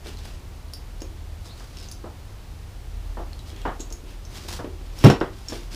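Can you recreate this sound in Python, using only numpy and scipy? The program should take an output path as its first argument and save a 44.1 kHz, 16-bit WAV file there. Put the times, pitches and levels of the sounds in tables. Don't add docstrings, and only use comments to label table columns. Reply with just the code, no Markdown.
import sys
import numpy as np
from scipy import signal
from scipy.fft import rfft, irfft, next_fast_len
from scipy.io import wavfile
from scipy.ndimage import uniform_filter1d

SR = 44100
rng = np.random.default_rng(int(sys.argv[2]) if len(sys.argv) > 2 else 0)


def transcribe(u):
    v = np.clip(np.atleast_2d(u).T, -1, 1)
    q = np.round(v * 32767).astype(np.int16)
    wavfile.write(sys.argv[1], SR, q)


N = 253619
TIME = np.arange(N) / SR
AGE = TIME[:SR // 3]

# (pitch [Hz], level [dB], pitch wander [Hz])
HUM_TONES = [(39.2, -39, 2.91), (74.5, -46, 2.438), (99, -49.5, 1.54), (120, -58.5, 0.61)]
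# (frequency [Hz], relative level [dB])
AIR_SPECTRUM = [(10, -26), (22, -4.5), (45, -3.5), (85, -7), (115, -17.5), (150, -17), (215, -22.5),
                (320, -23), (480, -27.5), (800, -28.5), (1560, -35), (4500, -38), (8000, -44), (15500, -49)]
# (time [s], level [dB], favoured pitch [Hz], relative slap [dB])
BAG_BUMPS = [(0.0604, -36.5, 576, 4.5), (1.0189, -30, 282, -4), (3.530, -38.5, 295, -12),
             (3.801, -31, 315, -1), (3.912, -39, 327, -5), (4.038, -39.5, 335, -26), (4.45, -39, 325, -10),
             (4.5939, -37.5, 297, -13), (4.645, -25, 367, -7), (4.677, -35, 360, -20),
             (4.811, -39.5, 350, 2.5), (5.215, -19, 307, -24), (5.523, -26.5, 293, -5)]
# (pitch [Hz], relative level [dB], t60 before damping [s])
BAG_MODES = [(159, -17, .12), (238, -22, .11), (314, 8, 0.1), (360.6, -2.5, 0.43), (458, 3.5, 0.11),
             (567, 4.5, 0.15), (730, -24, 0.092)]
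# (frequency [Hz], relative level [dB])
SLAP_SPECTRUM = [(80, -52), (280, 11), (480, 1), (800, -3), (1400, -8.5), (2100, -13.5), (3100, -13),
                 (6000, -28), (16000, -57)]
# (peak time [s], half length [s], level [dB], relative bag rustle [dB])
STRAP_STROKES = [(0.08, 0.035, -48.5, 3.5), (0.235, 0.14, -53, -1), (1.459, 0.043, -52.5, -9),
                 (1.606, 0.059, -51.5, -5), (1.794, 0.088, -51, -2), (3.49, 0.022, -49, -8),
                 (3.58, 0.13, -61.5, 9.5), (4.1, 0.06, -58.5, 6), (4.378, 0.089, -46.5, -1),
                 (4.529, 0.054, -40.5, -7.5), (4.914, 0.17, -62, 5), (5.02, 0.061, -45, 0),
                 (5.075, 0.037, -38.5, 9), (5.362, 0.038, -52, -3), (5.546, 0.096, -47, -1.5),
                 (5.732, 0.02, -41.5, -2)]
# (frequency [Hz], relative level [dB])
RUB_SPECTRUM = [(400, 2.5), (1200, 2), (2500, -3.5), (4800, 5.5), (7000, -1.5), (10000, -6), (16000, -15)]
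# (frequency [Hz], relative level [dB])
RUSTLE_SPECTRUM = [(60, -52), (170, 2.5), (320, 5.5), (700, -13.5), (1500, -10), (3000, -6.5), (8000, -30)]
# (time [s], peak before boost [dB], pitch [Hz])
STRAP_SLIPS = [(0.07, -33, 4170), (0.1715, -36.5, 4260), (3.3316, -34, 4220), (3.3915, -34, 3900),
               (3.5023, -38, 3250), (3.5628, -36.5, 3230), (3.617, -31.5, 3100)]
# (frequency [Hz], relative level [dB])
SLIP_SPECTRUM = [(500, 1), (2000, -24), (3200, 1), (4500, 4), (6000, -4), (8500, -6), (16000, -31)]
# (time [s], level [dB], favoured pitch [Hz], relative tick [dB], relative overtones [dB])
BUCKLE_CLINKS = [(0.7359, -33, 4970, -22, -7), (1.0057, -44.5, 4960, -8, -17),
                 (1.0194, -37, 6640, -19, -12), (1.8871, -39.5, 6200, -7, -16),
                 (1.9143, -37, 4940, -11, -3.5), (1.923, -38.5, 6300, -19, -22), (3.796, -44, 6800, 5, -20),
                 (3.8047, -34, 6600, 0, -26), (3.904, -43.5, 6350, -8, -20),
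                 (3.9254, -33.5, 6700, -12, -10), (4.2515, -43, 5970, -18, -23),
                 (4.988, -38.5, 5400, -12, 8), (5.046, -24, 5360, -13, 4), (5.101, -27, 5640, -13, -11),
                 (5.204, -42, 5000, -14, -18), (5.4846, -29, 5600, -7.5, -33)]
# (pitch [Hz], relative level [dB], t60 before damping [s])
BUCKLE_MODES = [(4660, -19, .13), (4785, 0.5, 0.12), (5290, -0.5, 0.21), (5460, 13.5, 0.17),
                (5300, 2, 0.14), (6150, 6, 0.089), (6610, 3, 0.058), (7550, 4, .1), (8900, -4, 0.084),
                (9900, -5, 0.18), (10520, -0.5, 0.12), (11960, -5, 0.087), (13920, -2, 0.062),
                (15240, -27, .1)]
# (frequency [Hz], relative level [dB])
TICK_SPECTRUM = [(500, -3), (2500, -11), (4000, 4), (5200, -4.5), (7200, 9), (9000, -11), (16000, -16)]
# (time [s], level [dB], treble edge [Hz], bass shelf [dB], hold of the echoes [s])
HOLLOW_KNOCKS = [(1.604, -50, 2000, -20, .005), (2.041, -37, 1190, 4, 0.032), (3.171, -34, 1130, 1, 0.037),
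                 (3.6527, -25.5, 1610, -2.5, 0.028), (4.5907, -33.5, 1640, 6, .001),
                 (5.2114, -24, 2180, 3.5, 0.0034)]
# (frequency [Hz], relative level [dB])
KNOCK_SPECTRUM = [(80, 1), (170, 1), (250, -2), (340, 4), (500, -3), (720, 2), (1200, -2), (1900, -6),
                  (2300, -13), (2900, -8.5), (7000, -14), (16000, -12)]
# (pitch [Hz], relative level [dB], t60 before damping [s])
HOLLOW_MODES = [(323, -1, 0.48), (390, -1, .2), (489, 9, 0.31), (694, 2, 0.14), (716, -12, 0.12),
                (976, -0.5, 0.13), (1244, -4, 0.11)]
# (time [s], thud level [dB], slap level [dB])
LANDING_HITS = [(5.04, -37, -15), (5.044, -2.5, -10), (5.0513, 4, -17), (5.056, -9.5, -12.5),
                (5.100, -10, -12.5)]
# (pitch [Hz], relative level [dB], t60 before damping [s])
BENCH_MODES = [(120.3, 0, .17), (145.6, 5.5, 0.093), (207, -1, 0.14), (255.4, -2, 0.098),
               (290.4, -3.5, 0.17), (317, -3, 0.047), (365, -10.5, 0.17), (462, -30, 0.5),
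               (584, -17, 0.097), (656, -24, 0.14), (812, -21, .24)]


def amp(db):
    return 10 ** (np.asarray(db) / 20)


def crest(x, window=256):
    return x / np.sqrt(uniform_filter1d(x ** 2, window).max())


def colour(x, spectrum):
    hz, db = np.transpose(spectrum)
    bins = np.maximum(np.arange(len(x) // 2 + 1) * SR / len(x), 1)
    curve = amp(np.interp(np.log(bins), np.log(hz), db))
    shaped = irfft(rfft(x) * curve, len(x))
    return shaped / np.sqrt(np.mean(shaped ** 2))


def noise(spectrum, size=N):
    return colour(rng.standard_normal(next_fast_len(size)), spectrum)[:size]


def fade(t60):
    return np.exp(-np.log(1000) * AGE / t60)


def wobble(rate_hz):
    knots = rng.standard_normal(8192)
    return np.interp(TIME * rate_hz, np.arange(len(knots)), knots)


def ring(modes, gains, damped_to, detune):
    hz, db, t60 = np.transpose(modes)
    hz = hz * (1 + detune * rng.standard_normal(len(hz)))
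    return sum(gain * fade(ring_s) * np.sin(2 * np.pi * pitch * AGE)
               for pitch, gain, ring_s in zip(hz, gains * amp(db), t60 * damped_to))


def struck(modes, hz, octaves):
    return np.exp(-(np.log2(np.array(modes)[:, 0] / hz) / octaves) ** 2)


def add(track, s, sound):
    start = int(s * SR)
    track[start:start + len(sound)] += sound[:N - start]


def hum_tone(hz, db, wander_hz, waver_db=3.5, drift_rad=0.45):
    turns = np.cumsum(hz + wander_hz * wobble(1.3)) / SR
    level = amp(db + waver_db * wobble(6)) * np.sqrt(2)
    return level * np.sin(2 * np.pi * turns + drift_rad * wobble(8.8))


def room_tone(air_db=-40.5, lull_s=2.17, lull_half_s=0.39, lull_db=-11):
    deepest, *others = (hum_tone(*tone) for tone in HUM_TONES)
    lull = amp(lull_db * np.exp(-((TIME - lull_s) / lull_half_s) ** 2))
    air = amp(air_db + 0.5 * wobble(5.2)) * noise(AIR_SPECTRUM)
    return deepest * lull + sum(others) + air


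def bumps(unfavoured_db=-7):
    out = np.zeros(N)
    for s, db, hz, slap_db in BAG_BUMPS:
        gains = amp(unfavoured_db) + struck(BAG_MODES, hz, octaves=0.42)
        body = crest(ring(BAG_MODES, gains, damped_to=0.75, detune=0.023))
        add(out, s, amp(db) * crest(body + amp(slap_db) * slap(t60=0.044, tail_db=3)))
    return out


def slap(t60, tail_db):
    envelope = fade(t60) + amp(tail_db) * fade(t60=0.12)
    return crest(noise(SLAP_SPECTRUM, len(AGE)) * envelope)


def stroke(peak_s, half_s, skew=1.06):
    width_s = half_s * np.where(TIME < peak_s, 1 / skew, skew)
    return np.exp(-((TIME - peak_s) / width_s) ** 2)


def slide(grain_db=5, flutter_db=3):
    rub_level, rustle_level = np.zeros(N), np.zeros(N)
    for s, half_s, db, rustle_db in STRAP_STROKES:
        speed = stroke(s, half_s)
        rub_level += amp(db) * speed
        rustle_level += amp(db + rustle_db) * speed
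    size = next_fast_len(N)
    catches = rng.standard_normal(size) * amp(grain_db * np.minimum(rng.exponential(size=size), 5))
    rub = rub_level * colour(catches, RUB_SPECTRUM)[:N]
    rustle = rustle_level * noise(RUSTLE_SPECTRUM)
    return (rub + rustle) * amp(flutter_db * wobble(90))


def slips(events, boost_db=2.5, chirp_db=-3):
    out = np.zeros(N)
    for s, db, hz in events:
        roughness = np.pi * wobble(270)[:len(AGE)]
        chirp = crest(fade(t60=0.041) * np.sin(2 * np.pi * hz * AGE + roughness))
        tick = crest(noise(SLIP_SPECTRUM, len(AGE)) * fade(t60=0.0083))
        slip = tick + amp(chirp_db) * chirp
        add(out, s, amp(db + boost_db) * slip / np.abs(slip).max())
    return out


def buckle(grip=0.38, unfavoured_db=-21, tongue_db=-5, overtones_above_hz=8000):
    out = np.zeros(N)
    is_overtone = np.array(BUCKLE_MODES)[:, 0] > overtones_above_hz
    for s, db, hz, tick_db, overtone_db in BUCKLE_CLINKS:
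        contact = amp(unfavoured_db) + struck(BUCKLE_MODES, hz, octaves=0.076)
        gains = np.where(is_overtone, amp(overtone_db), contact)
        frame = ring(BUCKLE_MODES, gains, damped_to=grip, detune=0.0031)
        tongue = ring(BUCKLE_MODES, gains * amp(tongue_db), damped_to=grip * 1.1, detune=0.0213)
        tick = crest(noise(TICK_SPECTRUM, len(AGE)) * fade(t60=0.081))
        add(out, s, amp(db) * crest(crest(frame + tongue) + amp(tick_db) * tick))
    return out


def squeak(db=-48.5, low_hz=3450, top_hz=4350, half_s=0.028, waver=0.048, flutter_db=2.7):
    arch_hz = low_hz + (top_hz - low_hz) * stroke(peak_s=1.528, half_s=half_s)
    pitch_hz = arch_hz * (1 + waver * wobble(900))
    level = amp(db + flutter_db * wobble(200)) * stroke(peak_s=1.512, half_s=half_s)
    return level * np.sin(2 * np.pi * np.cumsum(pitch_hz) / SR)


def knocks(bass_hz=350, tail_t60=0.26, snap_db=-2, hollow_db=-6):
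    out = np.zeros(N)
    lead = SR // 100
    for s, db, edge_hz, bass_db, hold_s in HOLLOW_KNOCKS:
        spectrum = [(hz, base_db - 10 * np.log10(1 + (hz / edge_hz) ** 5)
                     + bass_db / (1 + (hz / bass_hz) ** 2)) for hz, base_db in KNOCK_SPECTRUM]
        walls = np.minimum(fade(tail_t60) * np.exp(np.log(1000) * hold_s / tail_t60), 1)
        burst = rng.standard_normal(len(AGE)) * (walls + amp(snap_db) * fade(t60=0.046))
        knock = colour(np.roll(burst, lead), spectrum)
        add(out, s - lead / SR, amp(db) * crest(knock, window=1024))
        polarity = rng.choice([-1, 1], len(HOLLOW_MODES))
        hollow = ring(HOLLOW_MODES, polarity, damped_to=0.72, detune=0.015)
        add(out, s, amp(db + hollow_db) * crest(hollow))
    return out


def creak(start_s=1.771, count=7, gap_s=0.0135, first_db=-32, fade_db_per_s=95, hz=5070):
    gap_jitter, level_jitter, pitch_jitter = rng.standard_normal((count, 3)).T
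    gaps = gap_s * np.exp(0.14 * gap_jitter)
    elapsed = np.cumsum(gaps) - gaps
    levels = first_db - fade_db_per_s * elapsed + 0.3 * level_jitter
    pitches = hz * (1 + 0.054 * pitch_jitter)
    return slips(zip(start_s + elapsed, levels, pitches))


def landing(contact_s=0.0023):
    thud, smack = np.zeros(N), np.zeros(N)
    attack = 1 - np.exp(-AGE / contact_s)
    for s, thud_db, slap_db in LANDING_HITS:
        boom = ring(BENCH_MODES, gains=1, damped_to=0.81, detune=0.01) * attack
        add(thud, s, amp(thud_db) * crest(boom))
        add(smack, s, amp(slap_db) * slap(t60=0.096, tail_db=-8))
    return thud, smack


def room_echo(x, wet_db=-5.5, predelay_s=0.007, split_hz=4000):
    echoes = rng.standard_normal(len(AGE)) * (AGE > predelay_s)
    low = signal.sosfiltfilt(signal.butter(2, split_hz, fs=SR, output="sos"), echoes)
    tail = low * fade(t60=0.26) + (echoes - low) * fade(t60=0.2)
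    return amp(wet_db) * signal.fftconvolve(x, tail / np.linalg.norm(tail))[:N]


def scene():
    thud, smack = landing()
    clinks, knocking = buckle(), knocks()
    strap = slide() + slips(STRAP_SLIPS) + squeak() + creak()
    handling = bumps() + strap + clinks + smack
    mid = room_tone() + handling + room_echo(handling) + knocking + thud
    lean = amp(-38) * clinks + amp(-22.5) * smack + amp(-48) * knocking
    return np.array([mid - lean, mid + lean])


def record(dry, top_hz=15400):
    lowpass = signal.ellip(10, 0.1, 70, top_hz, fs=SR, output="sos")
    return signal.sosfilt(lowpass, np.clip(dry, -1, 1))


dry = scene()
out = record(dry)
transcribe(out)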